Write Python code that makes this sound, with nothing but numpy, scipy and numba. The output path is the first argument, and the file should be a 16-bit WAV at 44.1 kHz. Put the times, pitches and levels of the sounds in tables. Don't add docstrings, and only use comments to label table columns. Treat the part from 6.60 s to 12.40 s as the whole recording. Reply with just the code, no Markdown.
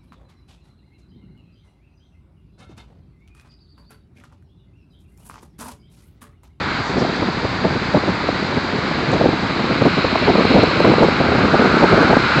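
import sys
import numpy as np
from scipy import signal
from scipy.fft import rfft, irfft
from scipy.io import wavfile
from scipy.ndimage import uniform_filter1d
from numba import njit

SR = 44100
rng = np.random.default_rng(int(sys.argv[2]) if len(sys.argv) > 2 else 0)


def persist_wave(psi):
    counts = np.round(np.clip(psi, -1, 1) * 32767).astype(np.int16)
    wavfile.write(sys.argv[1], SR, np.atleast_2d(counts).T)


def boost_factor(decibels):
    exponent = np.asarray(decibels, float) / 20
    return 10 ** exponent


N = 255780
TIME = np.arange(N) / SR

# time_s, level_db
GUST = [(0, -27), (.27, -29), (.4, -20), (.8, -26), (1.85, -24.5), (2.36, -22.5), (2.6, -17.5), (2.79, -23),
        (3.1, -20.5), (3.33, -24.5), (3.9, -16.5), (4.15, -22), (4.35, -16.5), (4.56, -19.5), (4.95, -15.5),
        (5.45, -15.5), (5.68, -22.5), (5.8, -22.5)]
# start_s, front_db, swell_db, swell_ms
SNAPS = [(0.449, -14, -7, 7.8), (0.623, -11, -12.5, 18), (1.046, -8, -9, 22.4), (1.345, -4, -10, 18),
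         (1.37, -12, -9, 12), (1.688, -4.5, -14, 15), (2.53, -12, -12.5, 26), (2.611, -1.5, -10.5, 13),
         (2.658, -19.5, -6, 10), (3.218, -18, -9, 13), (3.254, -3.5, -1.5, 21), (3.555, -0.5, -9, 9.2),
         (3.677, -2, -11.5, 14), (3.754, -2.5, -2.5, 8.4), (3.782, -2.5, -9, 25.5), (3.85, -4, -4, 8.6),
         (3.914, -8, -9.5, 10), (4.202, 0, -5, 14), (4.245, -12, -4, 15), (4.336, -7.5, -3, 9),
         (4.422, -5.5, -6, 35), (4.484, -0.5, -7.5, 8), (4.603, -0.5, -10, 18), (4.787, -14, -10.5, 8.9),
         (5.018, -3, -3.5, 11), (5.056, -1.5, -3.5, 8.1), (5.168, -9.5, -10, 8.3), (5.235, 0.5, -1, 14),
         (5.377, 5.5, -7, 18), (5.528, -1.5, -5.5, 12)]
FRONT_HZ = 540


def level(x, db):
    return x * boost_factor(db) / np.sqrt(np.mean(x ** 2))


@njit
def svf(x, hz, width):
    y = np.empty(len(x))
    band, low = 0., 0.
    for i in range(len(x)):
        g = np.tan(np.pi * hz[i] / SR)
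        damping = width[i] / hz[i]
        v = (band + g * (x[i] - low)) / (1 + g * (g + damping))
        band, low = 2 * v - band, low + 2 * g * v
        y[i] = damping * v
    return y


def walk(rate):
    hold = int(SR / rate)
    steps = rng.standard_normal(N // 100)[np.arange(N) // hold]
    smooth = uniform_filter1d(uniform_filter1d(steps, hold), hold)
    return smooth / smooth.std()


def rush(spectrum, flicker_db):
    hz, db = np.transpose(spectrum)
    f = np.maximum(np.fft.rfftfreq(N, 1 / SR), 1)
    below = -12 * np.maximum(np.log2(hz[0] / f), 0)
    above = -60 * np.maximum(np.log2(f / hz[-1]), 0)
    colour_db = np.interp(np.log(f), np.log(hz), db) + below + above
    noise = rfft(rng.standard_normal(N)) * boost_factor(colour_db)
    octave = np.clip(np.log2(f / 125), 0, 6)
    total = np.zeros(N)
    for k in range(7):
        band = irfft(noise * np.maximum(1 - abs(octave - k), 0), N)
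        total += band * boost_factor(flicker_db * walk(13))
    return level(total, 0)


def passes():
    # nearest_s, approach_s, retreat_s, hiss_db, tread_db
    cars = [
        (.13, 0.072, 0.054, -30.5, -23.5),
        (1.749, 0.58, .4, -33, -29.5),
        (2.3, 0.13, 0.18, -30.5, -32.5),
        (3.7, 0.37, .5, -22, -31),
        (4.35, 0.23, 0.16, -24.5, -28.5),
        (5.25, 0.31, 0.48, -27.5, -14.5),
        (5.75, .2, .3, -22, -20.5),
    ]
    s, come, go, hiss_db, tread_db = np.transpose(cars)[:, :, None]
    near = 1 / (1 + ((TIME - s) / np.where(TIME < s, come, go)) ** 2)
    hiss_power = np.sum(boost_factor(2 * hiss_db) * near, axis=0)
    tread_power = np.sum(boost_factor(2 * tread_db) * near, axis=0)
    far_db = -25 + 3 * near[-2:].max(axis=0)
    return far_db, 10 * np.log10(hiss_power), 10 * np.log10(tread_power)


def traffic():
    # band_hz, density_db (per Hz)
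    far = [(40, -4.5), (80, 1.5), (200, -6.5), (500, -9), (900, -1.5), (1400, -4), (2200, -7),
           (2900, -16.5), (3900, -11), (4800, -12.5), (5300, -25), (6200, -29), (6900, -29.5),
           (8300, -38.5)]
    # band_hz, density_db (per Hz)
    below = [(300, -28.5), (700, -16.5), (1200, -2.5), (2200, -2), (2900, -11), (3500, -13), (3900, -4.5),
             (4300, -9), (4700, -22.5), (5100, -16.5), (5500, -23), (6000, -45.5), (7600, -32.5),
             (8300, -65)]
    tread_hz, tread_width_hz, notch_hz = 1532, 610, 1815
    far_db, hiss_db, tread_db = passes()
    centre = tread_hz * (1 + 0.042 * walk(2.91))
    width = np.full(N, tread_width_hz)
    tread = svf(svf(rng.standard_normal(N), centre, width), centre, width)
    cars = boost_factor(hiss_db) * rush(below, 1.22) + boost_factor(tread_db) * level(tread, -3.46)
    cars = cars - 0.26 * np.interp(TIME - 1 / notch_hz, TIME, cars)
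    notch = np.full(N, 1. * notch_hz)
    cars = cars - 1.35 * svf(cars, notch, 0.12 * notch)
    return boost_factor(far_db) * rush(far, 0.31) + cars


def swells(s, db, spread, rise):
    power = np.zeros(N)
    for t, peak, fall in zip(s, boost_factor(2 * db), spread):
        near = slice(max(int((t - 4 * fall) * SR), 0), int((t + 4 * fall) * SR))
        late = TIME[near] - t
        side = np.where(late < 0, rise * fall, fall)
        power[near] += peak * np.exp(-.5 * (late / side) ** 2)
    return np.sqrt(power)


def rustle():
    # peak_s, peak_db, length_ms, pitch_hz
    puffs = [
        (.275, -46, 45, 6200),
        (.395, -37, 20, 5060),
        (.56, -45, 13, 5600),
        (2.518, -41, 3.6, 6930),
        (2.54, -43, 12, 5800),
    ]
    s, db, ms, hz = np.transpose(puffs)
    pitch = np.interp(TIME, s, hz)
    hiss = svf(svf(rng.standard_normal(N), pitch, .4 * pitch), pitch, .4 * pitch)
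    return swells(s, db, 0.00067 * ms, 0.67) * level(hiss, 0)


def snaps():
    scatter = .1
    out = np.zeros(N)
    for (s, db, _, _), (turn, tune) in zip(SNAPS, rng.random((len(SNAPS), 2))):
        hz = FRONT_HZ * (1 + scatter * (2 * tune - 1))
        cycles = (TIME - s - .0025) * hz
        near = abs(cycles) < 5
        bell = np.exp(-(cycles[near] / 0.52) ** 2)
        out[near] += boost_factor(db - 0.5) * bell * np.cos(2 * np.pi * (cycles[near] + turn))
    return out


def eddies():
    # peak_s, peak_db, length_ms
    large = [(.3, -14.5, 22), (.366, -17.5, 28), (0.419, -14.5, 23), (.689, -9.5, 9.6), (0.851, -14, 17),
             (1.118, -15, 27), (1.161, -9.5, 15.4), (1.488, -9.5, 23), (2.14, -13.5, 18),
             (1.923, -16.5, 14), (1.975, -10.5, 16), (5.33, -9, 44), (2.69, -7, 10.7), (3.112, -11, 24),
             (3.386, -9.5, 15), (3.225, -10.5, 21), (3.448, -6.5, 8.5), (3.627, -11.5, 10.6),
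             (3.7, -10.5, 45), (3.965, -5, 50), (4.039, -4.5, 13), (4.279, -8.5, 35), (4.384, -0.5, 6.1),
             (4.728, -11.5, 22), (4.834, -11, 58), (4.947, -2.5, 16), (5.432, -12, 54), (5.502, -3.5, 16),
             (5.571, 4.5, 7.8), (5.775, -9.5, 31)]
    small_per_s, small_db, small_scatter_db, small_ms = 32, 4, 1.5, 13
    full_scale_hz, hz_per_db, scatter = 383.4, 6.5, 0.05
    gust_hz_per_db = 4.5
    hard_lag = .4
    hard_share = .35

    count = int(small_per_s * N / SR)
    when = rng.random(count)
    size, span = rng.standard_normal((count, 2)).T
    s = (np.arange(count) + when) / small_per_s
    db = np.interp(s, *np.transpose(GUST)) + small_db + small_scatter_db * np.minimum(size, 1)
    small = np.transpose([s, db, small_ms * np.exp(0.31 * span)])
    hard = [(t + hard_lag * ms / 1000, swell_db, ms) for t, _, swell_db, ms in SNAPS]
    rows = np.vstack([small, large, hard])

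    fast = gust_hz_per_db * (np.interp(rows[:, 0], *np.transpose(GUST)) + 20)
    hz = full_scale_hz + fast + hz_per_db * rows[:, 1]
    hz = hz * np.exp(scatter * rng.standard_normal(len(rows)))
    hz[-len(SNAPS):] += hard_share * (FRONT_HZ - hz[-len(SNAPS):])
    in_time = np.argsort(rows[:, 0])
    return np.column_stack([rows, np.maximum(hz, 120)])[in_time].T


def wind():
    s, db, ms, hz = eddies()
    spread = 0.00039 * np.sqrt(np.maximum(ms ** 2 - 40, 9))
    pitch = 0.79 * np.interp(TIME, s, hz)
    swirl = svf(svf(rng.standard_normal(N), pitch, 1.8 * pitch), pitch, 1.8 * pitch)
    swirl = signal.sosfilt(signal.butter(3, 1050, fs=SR, output="sos"), swirl)
    swirl = swirl / (uniform_filter1d(swirl ** 2, size=300) + 1e-9) ** 0.57
    flutter = boost_factor(3.2 * walk(150))
    thumps = swells(s - .001, db - 2.5, spread, 0.73) * flutter * level(swirl, 0)

    low = np.full(N, 210.)
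    drag = svf(svf(rng.standard_normal(N), low, 1.13 * low), low, 3.2 * low)
    breeze = boost_factor(np.interp(TIME, *np.transpose(GUST)) + 0.9 * walk(45))
    return thumps + breeze * level(drag, -3.1)


def scene():
    return (traffic() + rustle() + snaps() + wind())[None]


def roll_off(x):
    return signal.sosfilt(signal.butter(12, 15870, fs=SR, output="sos"), x)


def record(dry):
    clip, top_hz, sag_s = .712, 8044, 0.004
    x = signal.sosfilt(signal.butter(2, 45., "high", fs=SR, output="sos"), dry)
    keep = np.exp(-1 / (sag_s * SR))
    overload = signal.lfilter([1 - keep], [1, -keep], np.clip(abs(x) - clip, 0, .15))
    x = x / (1 + 11.0 * overload)
    flat = np.clip(x, -.99 * clip, .99 * clip)
    narrow = signal.sosfilt(signal.ellip(10, .2, 80, top_hz, fs=SR, output="sos"), flat)
    return roll_off(np.clip(narrow, -clip, clip))


dry = scene()
out = record(dry)
persist_wave(out)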